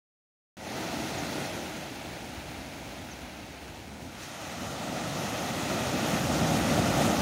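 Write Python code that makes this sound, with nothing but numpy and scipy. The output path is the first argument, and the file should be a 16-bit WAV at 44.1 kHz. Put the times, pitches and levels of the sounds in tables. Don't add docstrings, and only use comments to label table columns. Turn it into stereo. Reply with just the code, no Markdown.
import sys
import numpy as np
from scipy import signal
from scipy.fft import rfft, irfft, next_fast_len
from scipy.io import wavfile
from scipy.ndimage import uniform_filter1d

SR = 44100
rng = np.random.default_rng(int(sys.argv[2]) if len(sys.argv) > 2 else 0)


def rack_gain(trim_db):
    fader = np.asarray(trim_db, float)
    return 10 ** (fader / 20)


def store_pcm(level_fs):
    pcm = np.round(np.clip(level_fs, -1, 1) * 32767).astype(np.int16)
    wavfile.write(sys.argv[1], SR, np.atleast_2d(pcm).T)


N = 317961

# (time [s], foam vigour [dB], weight of tumbling water over foam [dB])
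SURF = [(.58, -51, 5), (.66, -45, 2.5), (.78, -40, 4.5), (1.35, -39, 4.5), (1.95, -45, 4.5),
        (2.6, -46.5, 4.5), (2.95, -47, 5), (3.55, -49, 3), (4.07, -51, 7.5), (4.25, -45.5, -1),
        (4.5, -42.5, 0.5), (4.85, -40.5, 6), (5.35, -37.5, 4), (6.15, -34.5, 7), (6.4, -34, 8.5),
        (7.2, -33.5, 9.5)]
# (low edge [Hz], high edge [Hz])
BUBBLE_BANDS_HZ = [(40, 130), (130, 400), (400, 1100), (1100, 4000), (4000, 15800)]
SIZE_DB = (-13.5, -5, -1, -0.2, -6)
WEIGHT_SHARE = (1.41, 1.22, 0.41, -0.13, 0.25)
# (time [s], thud [dB], spray [dB])
PLUNGES = [(1.3, 2, -0.5), (2.5, 2.5, -0.5), (3.72, 1, .1), (4.0, 4, 1.2), (4.17, 4, 5.5), (4.59, 6.5, 0),
           (4.85, 0.5, -1), (5.02, 4, -0.5), (5.7, 1.5, -1.5), (6.36, 0, -1.5), (6.76, 3, -2.5),
           (7.0, -1.5, 1)]
THUD_SHARE = (1.4, 0.78, 0, 0.12, 0.14)
SPRAY_SHARE = (0.36, 0.11, 0, .3, 1.0)
# (frequency [Hz], level [dB per Hz])
UPRUSH_COLOUR = [(30, -32), (60, -13), (120, -5), (300, 2.5), (800, -8), (1200, -11.5), (2500, -14),
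                 (4500, -18), (6500, -19), (10000, -26), (15700, -26.5)]
BACKWASH_COLOUR = [(30, -29), (60, 0), (120, -4.5), (300, 0.5), (800, -5.5), (1200, -6.5), (2500, -11),
                   (4500, -15.5), (6500, -17.5), (10000, -23), (15700, -22.5)]
BREAKER_COLOUR = [(30, -37), (60, -13), (120, -7.5), (300, -2), (800, -7.5), (1200, -9.5), (2500, -12),
                  (4500, -15.5), (6500, -15.5), (10000, -22.5), (15700, -25)]
# (from [s], to [s], left lag [ms], lag spread [ms], split to both ends [ms],
# left sand echo [ms], right sand echo [ms], echo spread [ms], left echo [dB], right echo [dB])
UPRUSH_PLACE = (.3, 1.75, .3, .13, 0, 1.42, 1.58, .07, -13, -7)
BACKWASH_PLACE = (1.75, 4.15, .04, .06, .4, 1.35, 1.45, .12, -12, -5)
BREAKER_PLACE = (4.15, 7.6, .09, .16, 0, 1.6, 1.62, .06, -8.5, -7.5)
# (uprush [dB], backwash [dB], breaker [dB])
PAN_DB = (0.2, 0.7, -.3)
# (uprush [dB], backwash [dB], breaker [dB])
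SHADE_DB = (-3.5, -5, -1.5)
# (time [s], length [s], start pitch [Hz], end pitch [Hz], peak [dB])
CHIPS = [
    (1.180, .026, 6800, 5700, -43.5),
    (3.107, .033, 6550, 5200, -46),
]
# (left delay [s], right delay [s])
SAND_ECHO_S = (.0032, .0027)
# (frequency [Hz], gain [dB])
LEFT_PORT = [(60, -9.5), (200, -6), (380, -6), (700, -4.5), (2400, -6), (4200, -5), (5200, -5),
             (6700, -4.5), (7400, -6.5), (8100, -7), (10000, -6), (10800, -8), (12000, -12.5), (13500, -10),
             (15600, -15)]
RIGHT_PORT = [(60, -2.5), (330, -1), (410, -4.5), (520, 0.5), (3400, -0.5), (4000, 1), (4600, -1.5),
              (5300, -2), (6700, -1.5), (7400, -5), (8100, -6), (9000, -2), (12000, -2.5), (15600, -2)]
# (frequency [Hz], margin [dB])
MASK_MARGIN = [(6500, -40), (7300, -5), (10000, -4.5), (10800, -2), (13000, -2.2), (15500, -.5)]

HANDOVER_S = 0.35


def at_hz(points, hz):
    table_hz, table_db = np.transpose(points)
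    return np.interp(np.log(hz), np.log(table_hz), table_db)


def bird():
    out = np.zeros((2, N))
    for start_s, length_s, start_hz, end_hz, peak_db in CHIPS:
        x = np.arange(int(length_s * SR)) / (length_s * SR)
        pitch_hz = start_hz + (end_hz - start_hz) * x ** 1.3
        envelope = np.minimum(8 * x, 1) * np.sqrt(1 - x)
        chip = envelope * np.sin(2 * np.pi * np.cumsum(pitch_hz) / SR)
        for side, echo_s in enumerate(SAND_ECHO_S):
            for delay_s, gain_db in ((0, 0), (echo_s, -2.5)):
                at = int((start_s + delay_s) * SR)
                out[side, at:at + len(x)] += rack_gain(peak_db + gain_db) * chip
    return out


def drift(rate_hz, size):
    step, settle = 40, 2000
    pole = np.exp(-2 * np.pi * step * rate_hz / SR)
    noise = rng.standard_normal(size // step + settle + 2)
    slow = signal.lfilter([1], [1, -2 * pole, pole * pole], noise)[settle:]
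    return np.interp(np.arange(size) / step, np.arange(len(slow)), slow / slow.std())


def bursts(size, per_s, spread_db):
    born = rng.random(size) < per_s / SR
    strength = rack_gain(spread_db * np.minimum(rng.exponential(1, size), 5))
    clicks = born * strength * rng.choice([-1, 1], size)
    return clicks / clicks.std()


def paths(place, hz, count):
    lag_ms, lag_spread_ms, split_ms, left_ms, right_ms, echo_spread_ms, left_db, right_db = place[2:]
    sand_lead_rad, sand_rough_hz = 1.1, 5500
    along = (np.arange(count) + rng.random(count)) / count * np.sqrt(12) - np.sqrt(3)
    lags_ms = lag_ms + lag_spread_ms * along + split_ms * (-1) ** np.arange(count)
    turn = -2j * np.pi * hz / 1000
    ports = rack_gain([at_hz(LEFT_PORT, hz), at_hz(RIGHT_PORT, hz)])
    sand = np.exp(1j * sand_lead_rad) / (1 + (hz / sand_rough_hz) ** 2)
    for late_ms, offset in zip(lags_ms, rng.permutation(along)):
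        direct = np.exp(np.outer([late_ms / 2, -late_ms / 2], turn))
        echo = [rack_gain(db) * np.exp(turn * (ms + echo_spread_ms * offset))
                for ms, db in ((left_ms, left_db), (right_ms, right_db))]
        yield ports * direct * (1 + sand * echo)


def surf_db(t):
    attack_s, release_s = 0.066, 0.064
    far_swell_db = -50.5
    time_s, vigour_db, weight_db = np.transpose(SURF)
    plunge_s, thud_db, spray_db = np.transpose(PLUNGES)
    since_peak = t - plunge_s[:, None] - attack_s
    shape = np.clip(1 + since_peak / attack_s, 0, 1) * np.exp(-np.maximum(since_peak, 0) / release_s)
    levels = np.interp(t, time_s, vigour_db) + np.c_[list(SIZE_DB)]
    levels = levels + np.outer(WEIGHT_SHARE, np.interp(t, time_s, weight_db))
    levels = levels + np.outer(THUD_SHARE, thud_db @ shape)
    levels = levels + np.outer(SPRAY_SHARE, spray_db @ shape)
    levels[0] = 10 * np.log10(rack_gain(2 * levels[0]) + rack_gain(2 * far_swell_db))
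    return levels


def water(colour, place, shade_db, per_s, spread_db, patchy_db):
    shade_hz, shade_width_hz = 13600, 900
    first = int((place[0] - HANDOVER_S) * SR)
    size = next_fast_len(3 * SR + SR + SR // 2)
    t = (first + np.arange(size)) / SR
    hz = np.maximum(np.arange(size // 2 + 1) * SR / size, 1)

    heard = np.zeros((2, 2, len(hz)), complex)
    for path in paths(place, hz, count=10):
        for k in range(2):
            heard[k] += path * rfft(bursts(size, per_s, spread_db))
    heard *= rack_gain(at_hz(colour, hz)) * (hz > 20)
    heard[:, 1] *= rack_gain(shade_db * np.exp(-((hz - shade_hz) / shade_width_hz) ** 2))

    power = 2 * np.mean(np.abs(heard.mean(axis=1)) ** 2, axis=0) / size ** 2
    swell_db = [db - 10 * np.log10(power[(hz > lo) & (hz < hi)].sum())
                for db, (lo, hi) in zip(surf_db(t), BUBBLE_BANDS_HZ)]
    size_octave = np.log2([np.sqrt(lo * hi) for lo, hi in BUBBLE_BANDS_HZ])

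    out, together, octave = 0, drift(5.9, size), np.log2(hz)
    for k, centre in enumerate(np.arange(5, 14.6, .5)):
        skirt = np.cos(np.pi * np.clip(octave - centre, -.5, .5))
        position = np.interp(centre, size_octave, range(5))
        share = np.clip(1 - np.abs(position - np.arange(5)), 0, 1)
        flicker = 0.46 * together + 0.51 * drift(6.1, size) + 0.5 * drift(20, size)
        gain = rack_gain(share @ swell_db + patchy_db * flicker)
        out = out + gain * irfft(heard[k % 2] * skirt, size)

    rise, fall = (np.clip((t - edge_s) / HANDOVER_S, -1, 1) for edge_s in place[:2])
    out = out * np.sin(np.pi / 4 * (1 + rise)) * np.cos(np.pi / 4 * (1 + fall))
    full = np.zeros((2, N + 2 * size))
    full[:, size + first:2 * size + first] = out
    return full[:, size:size + N]


def breaker():
    peel_db, peel_s = 3, 1.8
    body = water(BREAKER_COLOUR, BREAKER_PLACE, SHADE_DB[2], per_s=3000, spread_db=2.5, patchy_db=1.06)
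    since_s = np.maximum(np.arange(N) / SR - BREAKER_PLACE[0], 0)
    lean_db = peel_db * np.exp(-since_s / peel_s)
    return body * rack_gain([lean_db / 2, -lean_db / 2])


def scene():
    uprush = water(UPRUSH_COLOUR, UPRUSH_PLACE, SHADE_DB[0], per_s=2500, spread_db=2.5, patchy_db=1.0)
    backwash = water(BACKWASH_COLOUR, BACKWASH_PLACE, SHADE_DB[1], per_s=1500, spread_db=3.0, patchy_db=0.55)
    bodies = (uprush, backwash, breaker())
    return bird() + sum(rack_gain([[db], [0]]) * body for db, body in zip(PAN_DB, bodies))


def thin_treble(x, margin, reach_hz, lead):
    frame = dict(window="cosine", nperseg=2048, noverlap=1024)
    hz, _, lines = signal.stft(np.pad(x, ((0, 0), (lead, 0))), SR, **frame)
    power = np.abs(lines) ** 2
    reach = int(reach_hz / hz[1])
    mask = uniform_filter1d(power, size=reach, axis=1)
    mask = uniform_filter1d(np.minimum(power, 5 * mask), size=reach, axis=1)
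    group = uniform_filter1d(power, size=11, axis=1)
    kept = group > mask * rack_gain(2 * at_hz(margin, hz + 1))[:, None]
    return signal.istft(lines * kept, SR, **frame)[1][:, lead:lead + N]


def top_cut(x):
    return signal.sosfilt(signal.butter(12, 15880, fs=SR, output="sos"), x)


def record(dry):
    start_s, top_hz = 0.5692, 15760
    cut = signal.sosfilt(signal.butter(4, 45, "high", fs=SR, output="sos"), dry)
    cut = thin_treble(cut, MASK_MARGIN, reach_hz=5500, lead=882)
    cut = signal.sosfilt(signal.ellip(12, .5, 60, top_hz, fs=SR, output="sos"), cut)
    mix = cut * (np.arange(N) > start_s * SR)
    return top_cut(mix)


dry = scene()
out = record(dry)
store_pcm(out)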